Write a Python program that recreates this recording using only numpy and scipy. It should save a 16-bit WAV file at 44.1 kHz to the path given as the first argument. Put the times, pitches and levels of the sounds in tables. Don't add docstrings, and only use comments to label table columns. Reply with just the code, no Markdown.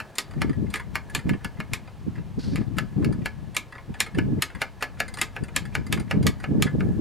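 import sys
import numpy as np
from scipy import signal
from scipy.fft import rfft, irfft
from scipy.io import wavfile
from scipy.ndimage import uniform_filter1d

SR = 44100
rng = np.random.default_rng(int(sys.argv[2]) if len(sys.argv) > 2 else 0)


def pcm_store(signal):
    levels = np.round(np.clip(np.atleast_2d(signal), -1, 1) * 32767)
    wavfile.write(sys.argv[1], SR, levels.astype(np.int16).T)


N = 308964
TIME_S = np.arange(N) / SR
RING_TIME_S = np.arange(SR * 2 // 5) / SR
SIDES = np.array([[1], [-1]])

# (time [s], relative low-band level [dB], treble over that [dB], rattle scale [s])
SNAPS = [(0.1832, -31.5, 4, 0.0014), (0.7397, -30, -10, 0.0065), (1.1488, -29, -2, 0.0018),
         (1.7343, -32.5, -2, 0.0039), (2.558, -37, -10, 0.0096), (3.566, -29, 0.1, 0.00079),
         (4.0035, -26.5, 1, 0.0012), (4.4217, -28, 1, 0.0014), (5.2143, -26.5, -1.2, 0.0022),
         (5.5629, -27.5, -0.5, 0.0017), (5.9256, -28, -4, 0.0027), (6.2667, -28, 0.1, 0.0025),
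         (6.623, -28.5, 0.3, 0.002)]
# (time [s], relative low-band level [dB], treble over that [dB], rattle scale [s])
CLACKS = [(0.002, -40, -12.5, 0.0079), (0.4179, -33.5, -9, 0.0031), (0.9547, -33, -9, 0.004),
          (1.293, -38.5, -9, 0.0019), (1.4463, -40.5, -6.5, 0.002), (1.6025, -40, -13.5, 0.0023),
          (2.7841, -34, -6.5, 0.0015), (3.0459, -45, -2, 0.0013), (3.2583, -35.5, -8, 0.0021),
          (4.1861, -35.5, -14.5, 0.00096), (4.6171, -31.5, -7.5, 0.0033), (4.8249, -33, -7, 0.0066),
          (5.0023, -31, -7.5, 0.0012), (5.3643, -39.5, -19, 0.0011), (5.7517, -33, -8.5, 0.001),
          (6.1108, -33, -11.5, 0.0013), (6.4401, -38.5, -20, 0.0014), (6.806, -41.5, -17.5, 0.00065)]
# (frequency [Hz], t60 without glove [s], snap height [dB], clack height [dB])
ENGINE_MODES = [ (642, .06, -14, -9), (800, .05, -16, -12), (897, .08, -12, -7), (1243, .07, -2, -7),
                (1420, .04, -16, -9), (1530, .07, -9, -1), (1580, .12, -9, -12), (1675, .5, -10, -7),
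                (1712, .12, -3, 1), (1915, .09, -6, -12), (2060, .07, -9, -12), (2170, .05, -6, -8),
                (2252, .1, -2, -9), (2396, .085, -4, -7), (2700, .05, -11, -10), (2820, .05, -12, -8),
                (3012, .07, -9, -11), (3402, .05, -13, -22), (3700, .06, -14, -24), (4200, .06, -13, -18),
                (4620, .05, -16, -23), (5248, .06, -11, -25), (5610, .07, -20, -22), (6970, .03, -11, -29),
                (7268, .04, -11, -24), (7860, .04, -15, -33), (9310, .04, -16, -32), (9630, .045, -13, -26),
                (10700, .03, -18, -24)]
# (frequency [Hz], snap height [dB], clack height [dB])
ENGINE_CROWD = [(268, -11, -16.5), (700, -26, -18), (1060, -11.5, -20), (1510, -24.5, -14),
                (1943, -4, -19.5), (2600, -15.5, -13.5), (3250, -15.5, -48), (4140, -17.5, -24.5),
                (6140, -29.5, -41), (7200, -23, -38.5), (8900, -28.5, -44), (10370, -15.5, -42.5),
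                (12350, -40.5, -40.5), (14500, -73, -50)]
# (frequency [Hz], t60 [s])
CROWD_DECAY = [(300, 0.14), (2000, 0.065), (5000, 0.11), (12000, 0.099), (15000, .015)]
# (time [s], low-band level [dB], treble over that [dB])
PINGS = [(0.1535, -59, 11.5), (0.309, -51.5, -8.5), (0.336, -52, -21), (0.4941, -43, -16),
         (0.529, -47.5, -17), (0.663, -53.5, -19), (0.7014, -64, 13), (0.755, -33.5, -9),
         (0.768, -44.5, -7), (0.796, -37.5, -16), (1.098, -45.5, -7.5), (1.19, -42.5, -12),
         (1.333, -40, -25), (1.8745, -48.5, -22), (2.1548, -49, -20), (2.179, -50.5, -27),
         (2.577, -45, -33), (2.612, -49.5, -25), (2.768, -49, -7), (3.023, -47.5, -19), (3.1249, -46.5, -7),
         (3.5463, -46.5, 1.5), (3.7225, -43.5, -18), (3.751, -44.5, -25), (3.7809, -44, -31),
         (3.9402, -44, -16), (4.063, -40, -15), (4.1471, -42, -16), (4.5005, -46, -22),
         (4.5494, -41.5, -15), (4.808, -43.5, -11), (5.0802, -44, -3.5), (5.139, -47.5, 4),
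         (5.1712, -40, -8), (5.185, -40, -4), (5.4355, -47.5, -3), (5.483, -47.5, -15), (5.6525, -44, -10),
         (5.8653, -48, -2.5), (5.973, -39, -19), (5.9979, -43.5, -3), (6.227, -46.5, -0.5),
         (6.4, -47.5, -9), (6.667, -34, -25)]
# (frequency [Hz], t60 without glove [s], height [dB])
SPRING_MODES = [ (1254, .08, -11), (1520, .08, -9), (1712, .16, -1), (1781, .12, -2), (1918, .1, -4),
                (2056, .12, -1), (2150, .09, -5), (2400, .08, -9), (2695, .09, -11), (3407, .07, -13),
                (4178, .06, -16), (4753, .07, -9), (4830, .07, -10), (6900, .06, -15), (7256, .06, -13),
                (8672, .07, -10), (8909, .075, -7), (9300, .06, -11), (9620, .06, -11)]
# (frequency [Hz], height [dB])
SPRING_CROWD = [(300, -20), (900, -12), (2000, -11), (2700, -22), (4800, -24), (6000, -30), (7200, -25),
                (10000, -27), (12500, -28), (15000, -46)]
# (time [s], relative level [dB])
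RUB_LEVEL = [(0.0, -47), (0.86, -52), (1.21, -46.5), (2.13, -60), (2.96, -51), (3.39, -61), (4.21, -51.5),
             (4.92, -54), (5.27, -49.5), (5.95, -53), (6.11, -54), (6.5, -48), (6.69, -44.5), (7.01, -45)]
# (frequency [Hz], relative density [dB])
RUB_SPECTRUM = [(290, 0), (500, 1.5), (640, 4.5), (1000, -4.5), (1750, -12), (2200, -27), (3000, -22),
                (4500, -26), (7000, -22), (15000, -31)]
# (time [s], level [dB])
HISS_LEVEL = [(2.385, -77), (2.394, -48.5), (2.45, -49), (2.5, -51.5), (2.55, -53), (2.62, -60.5),
              (2.68, -77)]
# (frequency [Hz], relative density [dB])
HISS_SPECTRUM = [(900, -28), (1500, 2.5), (2000, -4.5), (3200, -3.5), (4500, 5.5), (5600, -2.5),
                 (7000, -11), (11000, -17.5), (15000, -35)]
# (time [s], level [dB])
BREEZE_LEVEL = [(0.0, -39), (0.14, -66), (0.33, -36.5), (1.1, -41.5), (1.75, -41), (1.93, -45.5),
                (2.05, -37), (3.2, -36), (3.72, -49.5), (4.03, -41.5), (4.8, -46.5), (5.02, -39),
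                (5.35, -42.5), (5.85, -33), (6.4, -36), (7.01, -25.5)]
# (start [s], hold [s], level [dB], left minus right [dB])
GUSTS = [(0.366, 0.16, -26.5, 4), (0.567, 0.082, -24.5, 6.5), (0.668, 0.037, -31, 10),
         (0.865, 0.12, -38.5, 9.5), (1.143, 0.047, -32.5, -1), (1.258, 0.088, -22.5, -1),
         (1.446, 0.013, -28.5, 3), (1.588, 0.04, -32, 2), (1.714, 0.019, -30.5, 10.5),
         (2.075, 0.0083, -23, -3.5), (2.181, 0.019, -28, 5), (2.38, 0.013, -24, 0.5), (2.451, 0.11, -26, 4),
         (2.582, 0.037, -24, 7.5), (2.665, 0.19, -33.5, 15), (2.967, 0.15, -22, 5), (3.114, 0.14, -29.5, 1),
         (3.353, 0.17, -39, 10.5), (3.89, 0.03, -29.5, 2), (4.154, 0.2355, -23.5, 0.5),
         (4.55, 0.03, -39.5, 14), (5.413, 0.024, -27, 4.5), (5.548, 0.16, -42, 16), (5.784, 0.014, -22, 2),
         (5.904, 0.11, -26.5, 1), (6.136, 0.16, -19, 0), (6.493, 0.17, -21, -1), (6.739, 0.18, -23, -0.5)]
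# (frequency [Hz], relative density [dB])
BUFFET_SPECTRUM = [(20, -33), (55, -6.5), (105, -1), (165, 4), (240, -2), (330, -9.5), (460, -14),
                   (650, -33.5), (900, -30.5), (1200, -44.5)]
# (time [s], relative level [dB], left minus right [dB])
PUFFS = [(0.449, -9, 7), (0.497, -8, -9), (0.509, -6.5, 4), (1.314, -7.5, -17), (2.084, -11, -21),
         (2.38, -15.5, 17), (2.536, -11.5, -8), (2.772, -13, 22), (3.007, -10.5, 5), (3.07, -6, -13),
         (4.189, -6.5, -1), (4.336, -11, -15), (6.143, -10, -13), (6.522, -21, 5), (6.584, -8.5, 0),
         (6.996, -9, -16)]
# (frequency [Hz], t60 [s])
SHED_DECAY = [(300, 0.15), (2000, 0.19), (5000, 0.21), (13000, 0.14)]
# (frequency [Hz], relative density [dB])
AIR_SPECTRUM = [(60, -24), (100, 3.5), (150, -3), (550, -12.5), (900, -12.5), (1500, -21), (2500, -23.5),
                (5000, -31.5), (10500, -38.5), (16000, -45)]

TREBLE_HZ = 3200
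SHROUD_HZ, SHROUD_T60_S = 1706, 0.78
GLOVE_LOSS = 0.0019


def lever(hits, stop, crowd_db, sharpness, rebound):
    out = np.zeros(N)
    modes = np.array(ENGINE_MODES)[:, [0, 1, 2 + stop]]
    crowd = np.array(ENGINE_CROWD)[:, [0, 1 + stop]]
    for time_s, level_db, treble_db, rattle_s in hits:
        ring = metal(modes, crowd, crowd_db, scatter_db=1.0, sharpness=sharpness)
        add_hit(out, time_s, rattle(ring, rattle_s, rebound), level_db, treble_db, span_s=0.041)
    return out


def metal(modes, crowd, crowd_db, scatter_db, sharpness):
    hz, t60_s, height_db = np.transpose(modes)[:, :, None]
    damping = np.log(1000) / t60_s + np.pi * hz * GLOVE_LOSS
    strength = from_db(height_db + scatter_db * rng.standard_normal(hz.shape))
    amplitude = strength * rng.choice([-1, 1], hz.shape) * 2 * damping / SR
    rings = amplitude * np.exp(-damping * RING_TIME_S) * np.sin(2 * np.pi * hz * RING_TIME_S)
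    crack = 1 + sharpness * np.exp(-RING_TIME_S / 0.0019)
    return rings.sum(axis=0) + from_db(crowd_db) * crack * dying_noise(crowd, CROWD_DECAY)


def dying_noise(spectrum, decay):
    edges_hz, out = 200 * 2 ** (np.arange(20) / 3), 0
    for low_hz, high_hz in zip(edges_hz, edges_hz[1:]):
        hz = np.sqrt(low_hz * high_hz)
        fade = from_db(-60 * RING_TIME_S / at_hz(decay, hz))
        burst = rng.standard_normal(len(fade)) * fade / np.linalg.norm(fade)
        out = out + from_db(at_hz(spectrum, hz)) * filtered(burst, 2, [low_hz, high_hz], "band")
    return out


def rattle(ring, scale_s, rebound, count=6):
    out = ring.copy()
    for k, (when, size) in enumerate(rng.random((count, 2))):
        progress = (k + when) / count
        lag = 1 + int(3 * scale_s * progress * SR)
        out[lag:] += rebound * (.5 + size) * np.exp(-progress) * (-1) ** k * ring[:-lag]
    return out


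def add_hit(track, time_s, ring, level_db, treble_db, span_s):
    for kind, band_db in (("low", level_db), ("high", level_db + treble_db)):
        band = filtered(filtered(ring, 2, TREBLE_HZ, kind), 2, TREBLE_HZ, kind)
        place(track, time_s, band * from_db(band_db) / rms(band[:int(span_s * SR)]))


def ticks(gain_db=26, decay_s=0.00013, band_hz=(7000, 12800)):
    out = np.zeros(N)
    for time_s, level_db, treble_db, _ in SNAPS + CLACKS:
        tick = rng.standard_normal(len(RING_TIME_S)) * np.exp(-RING_TIME_S / decay_s)
        place(out, time_s, from_db(level_db + treble_db + gain_db) * tick / abs(tick).max())
    return filtered(out, 4, band_hz, "band")


def lead_in(hits, gain_db, rise_s=0.007):
    swell = np.zeros(N)
    for time_s, level_db, *_ in hits:
        before_s = TIME_S[:int(time_s * SR)]
        swell[:len(before_s)] += from_db(level_db) * np.exp((before_s - time_s) / rise_s)
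    hiss = noise([(300, -18), (1400, -3), (2300, 0), (4000, -10), (10000, -18), (15000, -34)])
    return from_db(gain_db) * swell * hiss


def spring(faint_db=-55, faint_treble_db=-22, max_lead_s=0.042, top_hz=11200):
    out = np.zeros(N)
    faint = [(max(time_s - max_lead_s * rng.random(), 0), faint_db, faint_treble_db)
             for time_s, *_ in SNAPS + CLACKS]
    for time_s, level_db, treble_db in PINGS + faint:
        ring = metal(SPRING_MODES, SPRING_CROWD, crowd_db=0.5, scatter_db=4.0, sharpness=0.9)
        add_hit(out, time_s, rattle(ring, scale_s=.002, rebound=1.0), level_db, treble_db, span_s=0.024)
    return filtered(out, 2, top_hz, "low")


def shroud(drive, q=np.pi * SHROUD_HZ * SHROUD_T60_S / np.log(1000)):
    return signal.lfilter(*signal.iirpeak(SHROUD_HZ, q, fs=SR), drive)


def glove(rub_db=-8, ring_db=-14):
    pressure = from_db(in_time(RUB_LEVEL) + 2.0 * drift(rate_hz=44))
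    ring = shroud(rng.standard_normal(N), q=32)
    return pressure * (from_db(rub_db) * noise(RUB_SPECTRUM) + from_db(ring_db) * ring / rms(ring))


def brief_hiss():
    return from_db(in_time(HISS_LEVEL) + 1.9 * drift(rate_hz=90)) * noise(HISS_SPECTRUM)


def wind(share=0.062, leak=0.34, leak_hz=107):
    left_db, right_db = port_levels_db()
    ports = np.array([buffet(left_db, full_gust_db=-15.0, steepening=0.44),
                      buffet(right_db, full_gust_db=-23.5, steepening=0.43)])
    deep = signal.sosfiltfilt(signal.butter(2, leak_hz, fs=SR, output="sos"), ports)
    return ports + (share * ports - leak * deep)[::-1]


def port_levels_db(breeze_pan_db=5, attack_s=0.0069, release_s=0.012):
    power = from_db(in_time(BREEZE_LEVEL) + SIDES * breeze_pan_db / 2) ** 2
    for start_s, hold_s, level_db, pan_db in GUSTS:
        age_s = TIME_S - start_s
        swell = np.exp(np.minimum(age_s, 0) / attack_s - np.maximum(age_s - hold_s, 0) / release_s)
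        power += (from_db(level_db + SIDES * pan_db / 2) * swell) ** 2
    return 10 * np.log10(power)


def buffet(level_db, full_gust_db, steepening):
    edges_hz, out = 20 * 2 ** (np.arange(13) / 2), 0
    lumps_db = 2.6 * drift(rate_hz=50)
    lull_db = np.minimum(level_db - full_gust_db, 0)
    for low_hz, high_hz in zip(edges_hz, edges_hz[1:]):
        hz = np.sqrt(low_hz * high_hz)
        band = filtered(rng.standard_normal(N), 3, [low_hz, high_hz], "band")
        octaves = np.log2(hz / 130)
        flutter_db = lumps_db * (1 + np.maximum(octaves, 0) / 2)
        out += band * from_db(at_hz(BUFFET_SPECTRUM, hz) + steepening * octaves * lull_db + flutter_db)
    running_rms = np.sqrt(uniform_filter1d(out ** 2, size=SR // 18) + 1e-20)
    return from_db(level_db) * out / running_rms


def puffs(centre_hz=286, half_width_s=0.0035, gain_db=-4.5):
    out = np.zeros((2, N))
    offset_s = np.arange(SR // 20) / SR - .025
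    envelope = np.exp(-(offset_s / half_width_s) ** 2)
    for time_s, level_db, pan_db in PUFFS:
        for port, side in zip(out, SIDES.ravel()):
            pitch, phase = rng.random(2)
            hz = centre_hz * 2 ** (pitch - .5)
            pop = envelope * np.cos(2 * np.pi * (hz * offset_s + phase))
            place(port, time_s + offset_s[0], from_db(level_db + gain_db + min(side * pan_db, 0)) * pop)
    return out


def shed(direct, wet_db, onset_s=0.0022):
    wash = dying_noise([(300, 1.5), (2000, 0.5), (5000, -4.5), (12000, -17.5)], SHED_DECAY)
    return from_db(wet_db) * signal.fftconvolve(direct, wash * np.minimum(RING_TIME_S / onset_s, 1))[:N]


def air(level_db):
    return from_db(level_db) * noise(AIR_SPECTRUM)


def noise(spectrum):
    hz = np.maximum(np.fft.rfftfreq(N, 1 / SR), 1)
    x = irfft(rfft(rng.standard_normal(N)) * from_db(at_hz(spectrum, hz)), N)
    return x / rms(x)


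def drift(rate_hz, hop=40):
    pole = np.exp(-2 * np.pi * rate_hz * hop / SR)
    white = rng.standard_normal(N // hop + 2002)
    slow = signal.lfilter([1], [1, -2 * pole, pole * pole], white)[2000:]
    return np.interp(np.arange(N) / hop, np.arange(len(slow)), slow / rms(slow))


def filtered(x, order, hz, kind):
    return signal.sosfilt(signal.butter(order, hz, kind, fs=SR, output="sos"), x)


def place(track, time_s, sound):
    start = int(time_s * SR)
    track[start:start + len(sound)] += sound[:N - start]


def in_time(curve):
    return np.interp(TIME_S, *np.transpose(curve))


def at_hz(curve, hz):
    knots_hz, values = np.transpose(curve)
    return np.interp(np.log(hz), np.log(knots_hz), values)


def from_db(db):
    return 10 ** (np.asarray(db) / 20)


def rms(x):
    return np.sqrt(np.mean(x ** 2) + 1e-20)


def scene():
    snaps = from_db(-1.96) * lever(SNAPS, stop=0, crowd_db=0.0, sharpness=1.8, rebound=0.19)
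    clacks = from_db(3.0) * lever(CLACKS, stop=1, crowd_db=-1.5, sharpness=3.7, rebound=0.24)
    lead_ins = lead_in(SNAPS, gain_db=-11.5) + lead_in(CLACKS, gain_db=-5.0)
    linkage = snaps + clacks + lead_ins + ticks() + spring()
    after_ring = shed(linkage, wet_db=-10.5) + from_db(-7.5) * shroud(linkage)
    mid = linkage + after_ring + glove() + brief_hiss() + air(level_db=-49.5)
    side = shed(linkage, wet_db=-28.0) + air(level_db=-60.5)
    return (mid + SIDES * side) * from_db(0.15 * SIDES) + wind() + puffs()


def record(dry):
    cutoff_hz = 16200
    return signal.sosfilt(signal.ellip(10, .1, 80, cutoff_hz, fs=SR, output="sos"), dry)


dry = scene()
out = record(dry)
pcm_store(out)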